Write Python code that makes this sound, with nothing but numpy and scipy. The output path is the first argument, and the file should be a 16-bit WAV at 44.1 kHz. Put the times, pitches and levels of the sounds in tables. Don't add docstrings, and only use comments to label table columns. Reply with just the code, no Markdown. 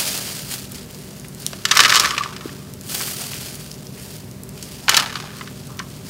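import sys
import numpy as np
from scipy import signal
from scipy.fft import rfft, irfft
from scipy.io import wavfile

SR = 44100
rng = np.random.default_rng(int(sys.argv[2]) if len(sys.argv) > 2 else 0)


def generate_wav(signal):
    frames = np.transpose(np.atleast_2d(signal))
    scaled = np.clip(frames, -1, 1) * 32767
    pcm = np.round(scaled).astype(np.int16)
    wavfile.write(sys.argv[1], SR, pcm)


N = 268745


def amp(db):
    return 10 ** (np.asarray(db) / 20)


def evened(x):
    return x / np.sqrt(np.mean(x ** 2) + 1e-20)


def read(points, hz):
    table_hz, value = np.transpose(points)
    return np.interp(np.log(hz + 1), np.log(table_hz), value)


def add(mix, start_s, sound):
    part = mix[max(round(start_s * SR), 0):][:len(sound)]
    part += sound[:len(part)]


def colour(x, gain_db, size=4096):
    log_gain = np.log(amp(gain_db(abs(np.fft.fftfreq(size, 1 / SR)))))
    spectrum = np.exp(np.conj(signal.hilbert(log_gain)))
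    taps = np.fft.ifft(spectrum).real[:size // 2]
    return signal.oaconvolve(x, taps)[:len(x)]


def shelf(hz, centre_hz, octaves):
    return octaves * np.tanh(np.log2((hz + 1) / centre_hz) / octaves)


def band(hz, centre_hz, octaves):
    return -10 * np.log10(1 + (np.log2((hz + 1) / centre_hz) / octaves) ** 4)


def shaped_noise(gain):
    hz = np.fft.rfftfreq(N, 1 / SR)
    return evened(irfft(rfft(rng.standard_normal(N)) * gain(hz), N))


def drift(rate_hz):
    return shaped_noise(lambda f: 1 / (1 + (f / rate_hz) ** 4))


def grains(per_s, spread_db):
    size = amp(spread_db * np.minimum(rng.exponential(1, N), 4.5))
    sign = rng.choice([-1, 1], N)
    return size * sign * (rng.random(N) < per_s / SR)


def burst(t, t60):
    return rng.standard_normal(len(t)) * amp(-60 * t / t60)


def scattered(per_s, spread_db, t, t60, count):
    return sum(signal.oaconvolve(grains(per_s / count, spread_db), burst(t, t60))[:N] for _ in range(count))


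def swell(full_s, hold_s, rise_db_per_s, fade_db_per_s):
    t = np.arange(N) / SR - full_s
    rise_db = rise_db_per_s * np.minimum(t, 0)
    fade_db = fade_db_per_s * np.maximum(t - hold_s, 0)
    return amp(np.maximum(rise_db - fade_db, -150))


# pitch_hz, relative_level_db
FAN_AIR = [(36, -38), (54, -1.5), (70, -5.5), (100, -0.5), (135, 3), (210, -7), (265, -3), (320, -11),
           (380, -6), (600, -17.5), (850, -19.5), (2500, -26.5), (6000, -27), (15500, -31.5)]
# pitch_hz, level_db (rms)
FAN_TONES = [(131, -49), (151, -46), (195, -44.5), (240, -50), (382, -53.5), (602, -56.5), (662, -64.5)]
FAN_AIR_DB = -38.5


def fan(waver_hz=1.19, flutter_db=0.3):
    air = shaped_noise(lambda f: amp(read(FAN_AIR, f)))
    tones = np.zeros(N)
    for pitch_hz, level_db in FAN_TONES:
        gain = amp(level_db + flutter_db * drift(7.1))
        phase = 2 * np.pi * np.cumsum(pitch_hz + waver_hz * drift(5.2)) / SR
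        tones += gain * np.sin(phase)
    return amp(FAN_AIR_DB) * air + np.sqrt(2) * tones


# full_push_s, hold_s, crunch_level_db, fade_db_per_s,
# fine_db (finest grit relative to the crunch)
STROKES = [(0.0, 0.0041, -21.5, 38.5, -5.5), (0.27, 0.022, -30.5, 42.5, -8), (0.519, 0.016, -30, 164, -3.5),
           (0.754, 0.029, -37, 163, -9), (0.91, 0.27, -45.5, 58, -6.5), (1.394, 0.13, -40, 40, -8),
           (2.436, .08, -44, 44, -8), (2.914, .12, -28.5, 42, -2.5), (3.188, 0.045, -32.5, 75, -7),
           (3.311, 0.12, -34.5, 32.5, -6), (3.986, 0.18, -41.5, 123, -4.5), (4.577, 0.29, -41, 122, -9),
           (5.36, 0.018, -43.5, 13, -11), (5.897, .02, -45.5, 63, -12), (6.088, .02, -39, 50, -9)]
PUSH_DB_PER_S, STROKE_S = 228, 0.77
RESTING_DB = -59


def effort(let_go_s=0.04):
    t = np.arange(N) / SR
    power = np.full(N, amp(RESTING_DB) ** 2)
    fine_power = power * amp(STROKES[0][4]) ** 2
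    for full_s, hold_s, level_db, fade, fine_db in STROKES:
        let_go = 0.5 * (1 - np.tanh((t - full_s - STROKE_S) / let_go_s))
        push = amp(level_db) * swell(full_s, hold_s, PUSH_DB_PER_S, fade) * let_go
        power = power + push ** 2
        fine_power = fine_power + (push * amp(fine_db)) ** 2
    return 10 * np.log10(power), 10 * np.log10(fine_power / power)


# pitch_hz, relative_level_db
CRUNCH_SPECTRUM = [(40, -36), (120, -28), (300, -2), (600, 0.5), (1000, -4), (1500, -2.5), (2200, -1.5),
                   (3200, 0), (3900, -2), (4800, 3), (6000, 1), (8500, 0), (11000, -4.5), (15500, -6)]


def digging(level_db, fine_db, per_s=14000, spread_db=2.5, grain_t60=0.0035, clump_db=1.7,
            full_db=-27, fewest=0.12, usual_fine_db=-7, count=28):
    t = np.arange(256) / SR
    moving = np.clip(amp(level_db - full_db), fewest, 1)
    cracks = scattered(moving * per_s, spread_db, t, grain_t60, count)
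    clumped = cracks / np.sqrt(moving) * amp(clump_db * drift(60))
    crunch = colour(clumped, lambda f: read(CRUNCH_SPECTRUM, f))
    fine = signal.sosfiltfilt(signal.butter(2, 8500, "high", fs=SR, output="sos"), crunch)
    treble = signal.sosfilt(signal.butter(4, 3000, "high", fs=SR, output="sos"), crunch)
    fine_gain = amp(fine_db - usual_fine_db)
    return amp(level_db) * (crunch + (fine_gain - 1) * fine) / treble.std()


def loose_grit(effort_db, per_s=45, spread_db=3.0, tick_t60=0.01, pitch_hz=7500, octaves=1.0,
               level_db=-22, follows=0.72, count=8):
    t = np.arange(512) / SR
    ticks = scattered(per_s, spread_db, t, tick_t60, count)
    ticks = evened(colour(ticks, lambda f: band(f, pitch_hz, octaves)))
    return amp(level_db + follows * effort_db) * ticks


# start_s, level_db (of the cracks, before the swell), pitch_hz, rise_s
CRUSHED_CLODS = [(0.05, -40, 1100, 0.0064), (1.243, -37, 2100, 0.0027), (2.998, -30.5, 1400, 0.0078),
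                 (3.075, -33.5, 1410, 0.0035), (3.195, -41, 750, .014), (3.33, -33, 2300, 0.009),
                 (3.97, -41.5, 2200, 0.01), (4.622, -33, 6400, 0.0094)]


def crushes(per_s=2500, spread_db=5.5, octaves=0.62):
    out, t = np.zeros(N), np.arange(4096) / SR
    cracks = grains(per_s, spread_db)
    for start_s, level_db, pitch_hz, rise_s in CRUSHED_CLODS:
        crush = colour(cracks[round(start_s * SR):][:len(t)], lambda f: band(f, pitch_hz, octaves))
        envelope = t / rise_s * np.exp(1 - t / rise_s)
        add(out, start_s, amp(level_db) * evened(crush) * envelope)
    return out


# start_s, level_db (first 2 ms), pitch_hz
GRAIN_TICKS = [(0.7193, -27, 10300), (0.946, -35, 6400), (1.1975, -33, 6170), (1.2841, -33, 7350),
               (1.348, -34, 7500), (1.401, -32, 11200), (1.4212, -31, 6760), (1.4645, -12.5, 5900),
               (2.7372, -31.5, 7850), (2.8111, -30.5, 7250), (3.0123, -21, 5440), (3.554, -28.5, 8300),
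               (3.7149, -27, 5730), (3.7415, -35, 4650), (3.869, -32, 6000), (4.313, -35.5, 7800),
               (4.435, -29.5, 10000), (4.4915, -31, 7050)]


def grit_ticks(tick_t60=0.0085, octaves=0.61):
    out, t = np.zeros(N), np.arange(1024) / SR
    attack = slice(SR // 500)
    for start_s, level_db, pitch_hz in GRAIN_TICKS:
        tick = colour(burst(t, tick_t60), lambda f: band(f, pitch_hz, octaves))
        add(out, start_s, amp(level_db) * tick / tick[attack].std())
    return out


# full_flow_s, hold_s, level_db, rise_db_per_s
POURS = [(1.759, .28, -20.5, 193), (4.899, 0.11, -23.5, 900)]
STOP_DB_PER_S, DRIBBLE_DB, DRIBBLE_DB_PER_S = 207, -7.5, 40


def flow():
    total = np.zeros(N)
    for full_s, hold_s, level_db, rise in POURS:
        gush = swell(full_s, hold_s, rise, STOP_DB_PER_S)
        dribble = amp(DRIBBLE_DB) * swell(full_s, hold_s, rise, DRIBBLE_DB_PER_S)
        total += amp(level_db) * np.maximum(gush, dribble)
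    return total


def poured_granules(over_flow_db=2, spread_db=2.5, bright_db=3.0, bright_spread_db=3,
                    harder=0.41, usual_db=-20, count=30):
    gap_s, strength, rows = 0.018, flow(), []
    for full_s, *_ in POURS:
        times = full_s + gap_s * (np.arange(count) - 1 + rng.random(count))
        size, tone = np.clip(rng.standard_normal((2, count)), -2, 2)
        flow_db = 20 * np.log10(strength[(times * SR).astype(int)])
        level_db = flow_db + over_flow_db + spread_db * size
        brightness = bright_db + harder * (level_db - usual_db) + bright_spread_db * tone
        rows += zip(times, level_db, brightness)
    return rows


# pitch_hz, relative_level_db, t60_s
WALL_MODES = [(1157, 4, 0.081), (1263, -0.5, 0.059), (1280, 4, 0.15), (1504, -13, .045), (1767, 8.5, 0.084),
              (2226, -9, 0.18), (2820, -30, 0.037), (2972, 12, 0.053), (3290, -11, 0.052),
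              (4390, -3, 0.036), (4520, -4, 0.04), (6030, -1, 0.027)]


def wall_ring(t):
    pitch_hz, level_db, t60_s = np.transpose(WALL_MODES)[:, :, None]
    spot = rng.standard_normal(pitch_hz.shape)
    modes = spot * amp(level_db - 60 * t / t60_s) * np.sin(2 * np.pi * pitch_hz * t)
    return modes.sum(0)


# start_s, level_db (first 4 ms),
# brightness_db_per_octave
PLACED_GRANULES = [(1.5314, -28.5, 1), (1.6526, -10, 5), (1.6862, -28, 9), (1.7112, -10.5, 3),
                   (1.7138, -7.5, 5), (1.721, -15, -0.5), (1.752, -19, 11), (1.767, -10.5, -10),
                   (1.771, -6, 8), (1.7919, -3.5, 0.5), (1.8024, -2.5, 3.5), (1.805, -7.5, 2.5),
                   (1.8359, -11.5, 6), (1.8483, -6.5, -0.5), (1.856, -9, 0), (1.895, -12, 0.5),
                   (1.9022, -12.5, 6), (1.9239, -8.5, -0.5), (1.9462, -10.5, 4), (1.9558, -8, 7.5),
                   (1.9644, -10, 5), (1.9973, -6.5, 10.5), (2.0486, -13.5, -2.5), (2.056, -17.5, -6),
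                   (2.107, -17, 1), (2.1791, -13.5, 0), (2.2355, -21.5, 2.5), (2.364, -28.5, 4),
                   (2.4085, -31.5, -3), (2.4924, -34.5, -2), (4.882, -11.5, -2.5), (4.8931, -5, 8.5),
                   (4.9228, -18, -4), (4.944, -9.5, 4.5), (4.9673, -7.5, 9.5), (4.973, -6, 6),
                   (4.978, -25, 14), (4.9903, -17.5, -1), (4.998, -14.5, 7.5), (5.0598, -24, 2),
                   (5.1556, -20, 0), (5.2, -29, 5), (5.4099, -26.5, -7.5), (5.474, -31.5, -2),
                   (5.7916, -24, 4.5), (5.799, -23.5, -17)]
# time_s, low_pitch_factor (ratio)
LOW_PITCH = [(1.8, 0.91), (2.3, 1), (4.9, 0.7), (5.3, 0.89)]
# pitch_hz, relative_level_db
CLACK_SPECTRUM = [(60, -23), (250, -25.5), (450, -19), (740, -16.5), (930, -15.5), (1120, 0), (1800, 3.5),
                  (2300, -0.5), (3000, -1.5), (5200, -3.5), (7500, -13), (10000, -23), (15500, -33)]


def granule_hits(clack_t60=0.029, ring_db=-9, spread_s=0.00023):
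    out, t = np.zeros(N), np.arange(4096) / SR
    attack = slice(SR // 250)
    for start_s, level_db, bright in [*PLACED_GRANULES, *poured_granules()]:
        low = np.interp(start_s, *np.transpose(LOW_PITCH))
        clack = burst(t, clack_t60) * (1 - np.exp(-t / spread_s))
        clack = colour(clack, lambda f: read(CLACK_SPECTRUM, f / (low + (1 - low) * f / (f + 4000))))
        ring = wall_ring(t)
        hit = clack / clack[attack].std() + amp(ring_db) * ring / ring[attack].std()
        hit = colour(hit, lambda f: bright * shelf(f, 4600, 1.58))
        add(out, start_s, amp(level_db) * hit / hit[attack].std())
    return out


# start_s, peak_level_db,
# pitch_hz, rise_s
KNOCKS_AND_SQUEAKS = [(1.533, -28.5, 636, .002), (2.134, -20, 1170, 0.0041), (2.2066, -13, 1155, 0.0044),
                      (2.259, -17, 1154, 0.0018), (2.456, -17, 340, 0.0021), (5.812, -26, 160, 0.0071)]


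def knocks_and_squeaks():
    out, t = np.zeros(N), np.arange(4096) / SR
    for start_s, peak_db, pitch_hz, rise_s in KNOCKS_AND_SQUEAKS:
        envelope = (t / rise_s * np.exp(1 - t / rise_s)) ** 2
        add(out, start_s, amp(peak_db) * envelope * np.sin(2 * np.pi * pitch_hz * t))
    return out


# pitch_hz, relative_level_db
FINES_SPECTRUM = [(100, -30), (350, -9), (600, -10), (830, -16), (1170, 2), (1800, -3), (2600, -5.5),
                  (3500, -6.5), (5200, -7.5), (7400, -12.5), (10000, -17.5), (15500, -23)]


def trickle(per_s=600, spread_db=2.0, count=24):
    t, tap_t60 = np.arange(1024) / SR, 0.012
    patter = scattered(per_s, spread_db, t, tap_t60, count)
    return flow() * evened(colour(patter, lambda f: read(FINES_SPECTRUM, f)))


# full_s, hold_s, level_db, fade_db_per_s, pitch_hz, glide_hz_per_s
WALL_RUBS = [(1.925, .01, -23, 56, 1172, -220), (4.919, 0.077, -34, 110, 825, 0),
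             (5.19, .01, -40.5, 170, 850, 0), (5.71, 0.083, -50, 100, 1153, 200.5)]
RUB_RISE_DB_PER_S = 255


def rubbing(width_hz=170, slips_per_s=500, throb_db=2.5):
    t, out = np.arange(2048) / SR, np.zeros(N)
    slips = grains(slips_per_s, 3.6) * amp(throb_db * drift(37)) * np.exp(2j * np.pi * rng.random(N))
    ringing = signal.oaconvolve(slips, t * np.exp(-2 * np.pi * width_hz * t))[:N]
    for full_s, hold_s, level_db, fade, pitch_hz, glide in WALL_RUBS:
        gliding_hz = pitch_hz + glide * (np.arange(N) / SR - full_s)
        carrier = np.exp(2j * np.pi * np.cumsum(gliding_hz) / SR)
        song = evened((ringing * carrier).real)
        out += amp(level_db) * swell(full_s, hold_s, RUB_RISE_DB_PER_S, fade) * song
    return out


# pitch_hz, t60_s
ROOM_DECAY = [(300, 0.59), (1200, 0.22), (5000, 0.19), (15000, 0.22)]


def room(x, delay_s=0.0028):
    hz, t, z = signal.stft(rng.standard_normal(SR // 3), SR, nperseg=256)
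    decay = amp(-60 * t / read(ROOM_DECAY, hz)[:, None])
    tail = signal.istft(z * decay, SR, nperseg=256)[1]
    tail = tail * (np.arange(len(tail)) > delay_s * SR)
    return signal.oaconvolve(x, tail / np.linalg.norm(tail))[:N]


def scene(planter_room_db=-14, bag_room_db=-13):
    planter = granule_hits() + trickle() + rubbing() + knocks_and_squeaks()
    effort_db, fine_db = effort()
    bag = digging(effort_db, fine_db) + crushes() + grit_ticks() + loose_grit(effort_db)
    reverberation = room(amp(planter_room_db) * planter + amp(bag_room_db) * bag)
    return (planter + bag + reverberation + fan())[None]


EDGE_HZ = 15800


def record(dry):
    clipped = np.clip(dry, -1, 1)
    low_pass = signal.firwin(511, EDGE_HZ, window=("kaiser", 8), fs=SR)
    return signal.oaconvolve(clipped, low_pass[None], "same")


dry = scene()
out = record(dry)
generate_wav(out)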